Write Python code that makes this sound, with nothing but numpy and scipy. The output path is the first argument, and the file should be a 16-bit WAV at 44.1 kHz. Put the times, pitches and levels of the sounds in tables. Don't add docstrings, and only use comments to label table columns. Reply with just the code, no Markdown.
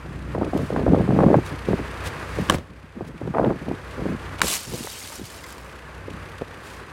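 import sys
import numpy as np
from scipy import signal
from scipy.fft import rfft, irfft, next_fast_len
from scipy.io import wavfile
from scipy.ndimage import uniform_filter1d

SR = 44100
rng = np.random.default_rng(int(sys.argv[2]) if len(sys.argv) > 2 else 0)


def write(x):
    x = np.atleast_2d(x).T
    wavfile.write(sys.argv[1], SR, np.round(np.clip(x, -1, 1) * 32767).astype(np.int16))

N = 305172
T = np.arange(N) / SR

# landing time in seconds, level of the car body's rattle in dB,
# depth of the background's dip in dB.
SWINGS = [(2.502, -24, 13.5), (4.415, -28.5, 9.5)]
BURST_S = 4.42


def undb(db):
    return 10 ** (np.asarray(db) / 20)


def unit(x):
    return x / np.sqrt(np.mean(x ** 2))


def add(track, s, sound):
    i = max(int(s * SR), 0)
    track[i:i + len(sound)] += sound[:max(len(track) - i, 0)]


def colour(x, points):
    size = next_fast_len(len(x) + 2048) // 2 * 2
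    hz, db = np.transpose(points)
    f = np.maximum(np.arange(size // 2 + 1) * SR / size, 1)
    cepstrum = irfft(np.log(undb(np.interp(np.log(f), np.log(hz), db))))
    cepstrum[1:size // 2] *= 2
    cepstrum[size // 2 + 1:] = 0
    return irfft(rfft(x, size) * np.exp(rfft(cepstrum)))[:len(x)]


def walk(rate):
    k = int(SR / rate)
    steps = np.repeat(rng.standard_normal(N // k + 1), k)
    return unit(uniform_filter1d(steps, k)[:N])


def ring(modes, stretch, pitch=1):
    t = T[:SR // 3]
    return sum(undb(db - 60 * t / (t60 * stretch)) * np.sin(2 * np.pi * hz * pitch * t)
               for hz, db, t60 in modes)


def grain(hz, cycles):
    turn = T[:int(8 * cycles / hz * SR) + 2] * hz
    rise = turn / cycles
    return (rise * np.exp(1 - rise)) ** 2 * np.sin(2 * np.pi * (turn + rng.random()))


def tread(start, length, db, hz):
    crowding, cycles = 1.7, 0.47
    scatter, spread_db = 0.49, 3.5
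    crunch_fall = 0.39
    crunch_top_hz = 935
    press_s, lift_s = 0.0082, 0.01
    t = T[:SR // 2] - .05
    track = np.zeros(len(t))
    slips, chance = rng.random(600), rng.standard_normal((600, 2))
    for k, (slip, (pitch, size)) in enumerate(zip(slips, chance)):
        at = t[0] + (k + slip) / (crowding * hz)
        if at > length + .08:
            break
        sag = np.exp(-crunch_fall * (np.clip(at / length, 0, 1) - .5))
        scattered = np.exp(scatter * np.clip(pitch, -1.6, 1.7))
        f = min(hz * 1.088 * sag * scattered, crunch_top_hz)
        add(track, at - t[0] - cycles / f, undb(spread_db * size) * grain(f, cycles))
    power = np.abs(uniform_filter1d(track ** 2, int(0.039 * SR))) + 1e-4
    weight = np.exp(np.minimum(t, 0) / press_s - np.maximum(t - length, 0) / lift_s)
    out = np.zeros(N)
    add(out, start + t[0], track / np.sqrt(power) * weight * undb(db))
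    return out


def boots():
    # start in seconds, length in seconds, level in dB before the
    # final colour, nominal crunch pitch in Hz.
    treads = [(0.04, 0.21, -40.5, 200.4), (0.28, 0.069, -36, 169.8), (0.358, 0.13, -30, 292.2),
              (0.534, 0.11, -28, 246.7), (0.72, 0.52, -26, 249.9), (0.881, 0.069, -16, 260.3),
              (0.976, 0.034, -21, 259.4), (1.086, 0.17, -20, 239.1), (1.197, 0.19, -17, 264.7),
              (1.518, 0.022, -32, 218), (1.687, 0.053, -21, 213.1), (1.793, 0.026, -30, 204),
              (2.381, 0.052, -27, 199.5), (2.696, 0.07, -45, 179.3), (2.968, 0.013, -36, 228.6),
              (3.009, 0.018, -34, 290.3), (3.049, 0.059, -41, 208.6), (3.149, 0.016, -40.5, 235),
              (3.215, 0.025, -33, 230.4), (3.255, 0.052, -28.5, 200.1), (3.353, 0.046, -22, 400),
              (3.418, 0.097, -19, 360.3), (3.535, 0.045, -37, 254.1), (3.621, 0.0095, -33.5, 238.1),
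              (3.674, 0.062, -30, 203.8), (3.982, 0.054, -30.5, 221.7), (4.055, 0.096, -29, 194.5),
              (4.678, 0.028, -39, 221.5), (4.727, 0.025, -31, 304.7), (4.786, 0.058, -41, 215),
              (5.199, 0.035, -42.5, 210), (6.087, 0.083, -42.5, 201)]
    # time in seconds, nominal peak level in dB, pitch in Hz.
    crust = [(0.35, -14, 555), (0.381, -19, 406), (0.414, -16, 466), (0.421, -11, 292), (0.432, -15, 414),
             (0.445, -23, 330), (0.466, -19.5, 450), (0.534, -11.5, 470), (0.551, -11.5, 220),
             (0.562, -14, 328), (0.592, -20, 510), (0.705, -19.5, 473), (0.727, -17, 520),
             (0.763, -15, 675), (0.775, -15.5, 230), (0.793, -17.5, 430), (0.816, -22, 480),
             (0.865, -11.5, 600), (0.880, -12.5, 454), (0.897, -27, 300), (0.922, -12.5, 340),
             (0.934, -5.5, 245), (0.947, -13.5, 483), (0.962, -13.5, 453), (0.997, -18, 380),
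             (1.078, -18, 447), (1.09, -10.5, 238), (1.124, -18, 447), (1.163, -14.5, 438),
             (1.190, -5.5, 427), (1.206, -5, 481.6), (1.217, -9, 257), (1.235, -7.5, 463),
             (1.264, -2.5, 217), (1.281, -12, 279.8), (1.302, -10, 306.6), (1.331, -9.5, 524),
             (1.344, -1.5, 566), (1.352, -12, 400), (1.387, -13, 300), (1.687, -14, 370), (1.705, -22, 446),
             (1.733, -13, 300), (2.388, -18, 373), (3.010, -23, 356.2), (3.276, -20.5, 383),
             (3.341, -23, 798), (3.348, -19, 1249), (3.370, -16, 905), (3.384, -15.5, 1109),
             (3.397, -12.5, 560), (3.428, -20, 528.5), (3.442, -12, 520), (3.447, -25, 2580),
             (3.460, -15.5, 510), (3.467, -19, 600), (3.495, -19, 400), (3.506, -20, 904),
             (3.512, -16.5, 345.2), (3.523, -19.5, 330), (3.684, -20, 263), (3.714, -18.5, 300.1),
             (4.015, -20, 380), (4.057, -19.5, 368.6), (4.065, -16, 230), (4.087, -25, 364),
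             (4.808, -25, 238), (4.846, -28, 400), (4.737, -28, 420), (6.083, -25.5, 397)]
    # time in seconds, level in dB before the final colour,
    # pitch in Hz.
    thumps = [(0.887, -12, 62.6), (2.843, -37, 220), (3.28, -35, 85), (5.041, -39, 238),
              (5.197, -30, 304.7), (5.216, -29.5, 284), (5.24, -33, 95), (6.115, -36, 260),
              (6.15, -35, 200.4)]
    # frequency in Hz, level in dB.
    grit_tone = [(150, -20), (380, 14.5), (600, 11), (900, 1.5), (1500, -10), (2500, -36), (5000, -39)]
    # frequency in Hz, level in dB.
    ground = [(20, -24), (42, -3), (70, 1.5), (100, -10), (160, -15), (400, -60)]
    hold_db = -7
    break_cycles, break_db = 0.69, -2.5
    grit_db, grit_db_per_octave = -7, 2
    grit_rise = 0.44
    ground_db, ground_power = -29, 0.46

    breaks, holding, t = np.zeros(N), np.zeros(N), T[:SR // 40]
    swell = t / .002 * np.exp(1 - t / .002)
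    for s, db, hz in crust:
        add(holding, s - .016, np.hanning(len(t)))
        add(breaks, s - break_cycles / hz, undb(db + break_db) * grain(hz, break_cycles))
        hardness = hz / 400
        edge_tone = [(f * hardness ** grit_rise, level) for f, level in grit_tone]
        grit = unit(colour(rng.standard_normal(len(t)), edge_tone))
        add(breaks, s - 0.002, undb(db + grit_db + grit_db_per_octave * np.log2(hardness)) * swell * grit)
    packing = sum(tread(*row) for row in treads) * undb(hold_db * np.minimum(holding, 1))
    for s, db, hz in thumps:
        add(breaks, s - break_cycles / hz, undb(db) * grain(hz, break_cycles))
    load = np.sqrt(np.abs(uniform_filter1d(packing ** 2, SR // 20)))
    rumble = undb(ground_db) * load ** ground_power * unit(colour(rng.standard_normal(N), ground))
    snow_tone = [(30, -4.5), (70, -3.5), (130, 4.5), (600, 2.5), (1500, 1.0), (4000, 2.0), (10000, -30)]
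    return rumble + colour(packing + breaks, snow_tone)


def crack():
    # frequency in Hz, level in dB.
    crack_tone = [(300, -8), (1400, 9.5), (3000, 3), (4800, -2.5), (8000, 0), (11000, -8), (16000, -17)]
    burst_db, burst_decay_s, tail_db, tail_s = -2.5, 0.0015, -8, 0.0027
    t = T[:SR // 20]
    rise = 1 - np.exp(-t / 0.00033)
    fade = rise * np.exp(-t / burst_decay_s)
    burst, splinters = rng.standard_normal((2, len(t)))
    burst = unit(irfft(np.exp(1j * np.angle(rfft(burst * fade))), len(t)))
    burst = unit(colour(burst, crack_tone)) * np.sqrt(np.mean(fade ** 2)) * np.exp(-(t / .006) ** 2)
    tail = unit(colour(splinters, crack_tone)) * rise * np.exp(-t / tail_s)
    return undb(burst_db) * burst + undb(tail_db) * tail


def shovel():
    # time in seconds, nominal ring, crack and door thud levels in
    # dB, ring length factor, pitch factor.
    blows = [(2.4886, -25, -42, -26, 1.2, 0.96), (2.498, -2, -7, -14, 1.34, 1.003),
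             (2.508, -14, -20, -23, 1.08, 0.46), (2.5219, -20, -23, -23, 1.03, 0.74),
             (2.5245, -25, -26, -20, 1, 0.6), (2.5375, -27, -30, -22, 0.92, 1.2),
             (2.5447, -10.5, -27, -17.5, 0.63, 0.6), (2.584, -33.5, -33, -29, 1.4, 1.03),
             (4.3933, -22, -26, -57, 0.7, 0.75), (4.4055, -18, -36, -50, 0.7, 0.8),
             (4.4166, -1.5, -3.5, -45, 0.87, 1.06), (4.434, -14, -36, -51, 1.3, 0.51),
             (4.4425, -48, -29, -23, 1.2, 0.5), (4.8711, -19.5, -40, -62, 1.53, 0.56)]
    # frequency in Hz, level in dB, t60 in seconds, all nominal.
    pane = [(620, -6, 0.024), (824, -9, 0.014), (1121, 7, 0.011), (1640, 4.5, 0.011), (1920, -5, 0.01),
            (3080, 2, 0.0075), (3480, -5, 0.0088), (5773, -9.5, 0.006)]
    blade = [(1049, -2, 0.017), (1400, 2, 0.008), (1630, 5.5, 0.0075), (2280, 0.5, 0.0093),
             (2647, -5.5, 0.012), (3450, 1, 0.006), (4300, -13, 0.012), (6000, -16, 0.0094)]
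    # frequency in Hz, level in dB, t60 in seconds before shortening.
    door = [(47, -22, .15), (82, -13, 0.26), (136, -26, 0.034), (230, 3.5, 0.035), (333, -2, 0.066),
            (480, -2, 0.049), (610, -49, 0.032)]
    pane_gone_s = 4.41
    bite_cycles = 1.0
    out, t = np.zeros(N), T[:SR // 3]
    for s, ring_db, crack_db, thud_db, stretch, pitch in blows:
        for mode in pane if s < pane_gone_s else blade:
            bite = 1 - np.exp(-t * mode[0] * pitch / bite_cycles)
            add(out, s, undb(ring_db - 2.0) * bite * ring([mode], stretch, pitch))
        add(out, s, undb(crack_db) * crack())
        add(out, s + 0.00235, undb(thud_db) * ring(door, 0.79))
    return out


def rattle():
    # frequency in Hz, level in dB.
    body = [(25, -50), (55, 13.5), (145, 8.5), (500, -1.5), (1500, -11.5), (3000, -17.5), (8000, -33),
            (15000, -40)]
    hold_s, decay_s = 0.038, 0.038
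    shake = sum(undb(db) * (T > s) * np.exp(-np.maximum(T - s - hold_s, 0) / decay_s)
                for s, db, _ in SWINGS)
    return shake * unit(colour(rng.standard_normal(N), body))


def glass_flow():
    # middle in seconds, half length in seconds, level in dB.
    spills = [(4.448, 0.046, -31.5), (4.526, 0.053, -25.5), (4.615, 0.05, -42), (4.794, 0.15, -36.5),
              (5.045, 0.13, -40), (5.153, 0.048, -46), (5.261, 0.025, -45.5), (5.348, 0.12, -44.5),
              (5.5, 0.035, -50), (5.633, 0.14, -54)]
    return (T > BURST_S) * sum(undb(db) * np.exp(-((T - s) / length) ** 2) for s, length, db in spills)


def glass():
    # frequency in Hz, level in dB.
    glass_tone = [(590, -3), (1000, -0.5), (1340, -2.5), (3010, -0.5), (3300, -2.5), (3840, -2.5),
                  (4170, -1), (7880, -3), (14100, -11.5), (16000, -23)]
    # frequency in Hz, level in dB,
    # t60 in seconds before a slight shortening.
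    shards = [(3030, 3, 0.083), (3830, 4, 0.1), (4600, 3, .1), (4820, 2, .1), (5370, 5, 0.1),
              (7200, -11, 0.1), (7800, -4, 0.1), (8980, 1, .12)]
    # time in seconds, clink level in dB, pitch in Hz, tick level in dB.
    pieces = [(4.4698, -31, 3480, -23), (4.650, -39, 3120, -35), (4.7116, -39, 990, -42),
              (4.8368, -38, 3416, -32), (4.92, -40, 3050, -39), (4.97, -33, 3130, -48),
              (5.0154, -32, 2110, -46), (5.026, -46, 4200, -37), (5.102, -33, 586, -44),
              (5.121, -29.5, 900, -41), (5.128, -33, 1240, -44), (5.158, -46, 5300, -42),
              (5.176, -48, 4000, -41), (5.243, -47, 1150, -41), (5.254, -44, 3144, -41),
              (5.3014, -39, 1750, -38), (5.389, -37, 2760, -46), (5.4405, -29.5, 2070, -39),
              (5.464, -48, 4800, -43), (5.491, -42, 1560, -43), (5.504, -48, 3900, -42),
              (5.525, -39, 1330, -36.5), (5.5812, -37, 960, -40), (5.625, -54, 5400, -52)]
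    # frequency in Hz, level in dB,
    # t60 in seconds before a slight shortening.
    piece_modes = [(980, -3.5, 0.047), (1630, -10, 0.027), (2400, -8.5, 0.025)]
    spread_db, clump_db = 1.5, 0.46
    ping_db, spray_db = 4, -5
    ping_decay_s, ping_low_hz, ping_octaves = 0.0065, 2697, 1.9
    crumb_db, crumb_spread_db, crumb_decay_s = 12.5, 14, 0.00085
    piece_tick_s = 0.0036

    rate = 5000 * np.exp(-np.clip(T - BURST_S, 0, 1.2) / .7)
    size = undb(spread_db * np.minimum(rng.exponential(size=N), 4))
    ticks = (rng.random(N) < rate / SR) * size * rng.choice([-1, 1], N) / np.sqrt(rate)
    t = T[:SR // 20]
    scrape = np.exp(-t / .002)
    scrape_power = signal.fftconvolve(ticks ** 2, scrape)[:N].clip(0)
    chatter = unit(rng.standard_normal(N) * np.sqrt(scrape_power))
    tinkle = unit(signal.fftconvolve(ticks, ring(shards, 0.99))[:N])
    pings, fade = np.zeros(N), np.exp(-t / ping_decay_s)
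    for when, pitch, strength in rng.random((600, 3)):
        hz = ping_low_hz * 2 ** (ping_octaves * pitch)
        add(pings, BURST_S + when * 1.4, strength ** 4 * fade * np.sin(2 * np.pi * hz * t))
    hits = np.zeros(N)
    for when, pitch, strength in rng.random((260, 3)):
        hz = 3000 * 3 ** pitch
        tick = unit(colour(rng.standard_normal(len(t)), [(hz / 4, -20), (hz, 0), (hz * 2, -10)]))
        tick = tick * np.exp(-t / crumb_decay_s)
        add(hits, BURST_S + when * 1.4, undb(crumb_db - crumb_spread_db * strength) * tick)
    stream = unit(colour(0.5 * unit(ticks) + chatter, glass_tone))
    stream = stream + undb(-12.0) * tinkle + undb(ping_db) * pings + hits
    flow = glass_flow() * undb(clump_db * walk(30))
    splinter_tone = [(3000, -24), (6000, 0), (9000, 4), (12500, -1), (16000, -22)]
    splinters = unit(colour(rng.standard_normal(N), splinter_tone))
    spray = undb(spray_db) * np.sqrt(flow / flow.max()) * splinters
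    out = flow * (undb(-2.5) * stream + spray)
    for s, clink_db, hz, tick_db in pieces:
        add(out, s, undb(clink_db) * ring(piece_modes, 0.96, hz / piece_modes[0][0]))
        tick = unit(colour(rng.standard_normal(len(t)), glass_tone)) * np.exp(-t / piece_tick_s)
        add(out, s, undb(tick_db) * tick)
    return out


def knock():
    # time in seconds, level in dB.
    knocks = [(6.413, -27), (6.42, -20)]
    # frequency in Hz, level in dB, t60 in seconds before shortening.
    knock_modes = [(144, -30, 0.064), (258, -0.5, 0.03), (397, -5, 0.043), (480, 2.5, 0.041),
                   (650, -10, 0.055), (910, -25, 0.033)]
    out = np.zeros(N)
    for s, db in knocks:
        add(out, s, undb(db) * ring(knock_modes, 0.77))
    return out


def snowsuit():
    # middle in seconds, half length in seconds, level in dB.
    swishes = [(0.577, 0.003, -38.5), (0.626, 0.099, -50.5), (1.472, 0.03, -46), (2.068, 0.02, -36.5),
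               (2.414, 0.14, -48), (2.547, 0.013, -37.5), (3.08, 0.013, -51.5), (3.93, 0.063, -59),
               (6.298, 0.0047, -50), (6.66, 0.019, -54), (6.705, 0.092, -49.5)]
    # frequency in Hz, level in dB.
    nylon = [(1200, -1), (3000, 8.5), (6000, 2.5), (10000, 0), (15000, -10)]
    rub = sum(undb(db) * np.exp(-((T - s) / length) ** 2) for s, length, db in swishes)
    return rub * undb(1.7 * walk(180)) * unit(colour(rng.standard_normal(N), nylon))


def dip_db():
    lag_s, fall_s, hold_s, recover_s = 0.029, 0.065, 0.51, 0.92
    return sum(depth * np.clip((T - s - lag_s) / fall_s, 0, 1)
               * np.exp(-np.maximum(T - s - hold_s, 0) / recover_s) for s, _, depth in SWINGS)


def background():
    # frequency in Hz, level in dB.
    wash_tone = [(20, -52), (40, -11.5), (55, -2), (145, -7), (195, -8.5), (300, -9.5), (490, -7.5),
                 (720, -13.5), (1150, -9.5), (1350, -12), (1650, -11), (2100, -16), (2550, -18.5),
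                 (3000, -24), (4100, -29), (4800, -29), (5400, -34.5), (7000, -35.5), (11500, -40.5),
                 (15500, -52)]
    # time in seconds, level in dB.
    wash_level = [(0, -42.5), (1.0, -37), (2.3, -34), (4.3, -33), (5.6, -36.5), (6.92, -38.5)]
    # mean frequency in Hz, relative level in dB.
    hum_partials = [(62.5, -0.5), (93.5, 0), (137, -8), (156, -8)]
    # time in seconds, level in dB.
    hum_level = [(0, -37.5), (.55, -33.5), (.95, -27.5), (1.6, -36.5), (2.4, -37), (3.4, -42), (4.3, -37.5),
                 (5.0, -45.5), (6.1, -40), (6.92, -49)]
    # frequency in Hz, level in dB.
    tick_tone = [(1000, -23), (2500, 11), (4700, -0.5), (7000, -6.5), (11000, -7.5), (15500, -29)]
    # mean frequency in Hz, level in dB against the wash.
    whine_partials = [(6008, -32.5), (8590, -31.5)]
    firing_hz, tick_db, tick_sharpness = 31.5, -17, 1.9
    hum_dip_share = 0.57

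    wash = unit(colour(rng.standard_normal(N), wash_tone)) * undb(1.0 * walk(25))
    clock = np.cumsum(1 + 0.00839 * walk(2.2)) / SR
    hum = sum(undb(db + 2.7 * walk(11)) * np.sin(2 * np.pi * hz * clock) for hz, db in hum_partials)
    firing = np.exp(tick_sharpness * np.cos(2 * np.pi * firing_hz * clock)) * undb(3.3 * walk(30))
    ticking = undb(tick_db) * unit(firing * colour(rng.standard_normal(N), tick_tone))
    whine = sum(undb(db + 1.5 * walk(2.3)) * np.sin(2 * np.pi * np.cumsum(hz + 55 * walk(300)) / SR)
                for hz, db in whine_partials)
    dip = dip_db()
    wash_gain = undb(np.interp(T, *np.transpose(wash_level)) - dip)
    hum_gain = undb(np.interp(T, *np.transpose(hum_level)) - hum_dip_share * dip)
    return (wash + ticking + whine) * wash_gain + unit(hum) * hum_gain


def scene():
    return (boots() + shovel() + rattle() + glass() + knock() + snowsuit() + background())[None]


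def record(dry):
    low_cut_hz, top_hz = 32, 15900
    dry = signal.sosfilt(signal.butter(2, low_cut_hz, "high", fs=SR, output="sos"), dry)
    rounded = dry / (1 + (dry / .9) ** 4) ** .25
    return signal.sosfilt(signal.ellip(8, .2, 70, top_hz, fs=SR, output="sos"), rounded)


dry = scene()
out = record(dry)
write(out)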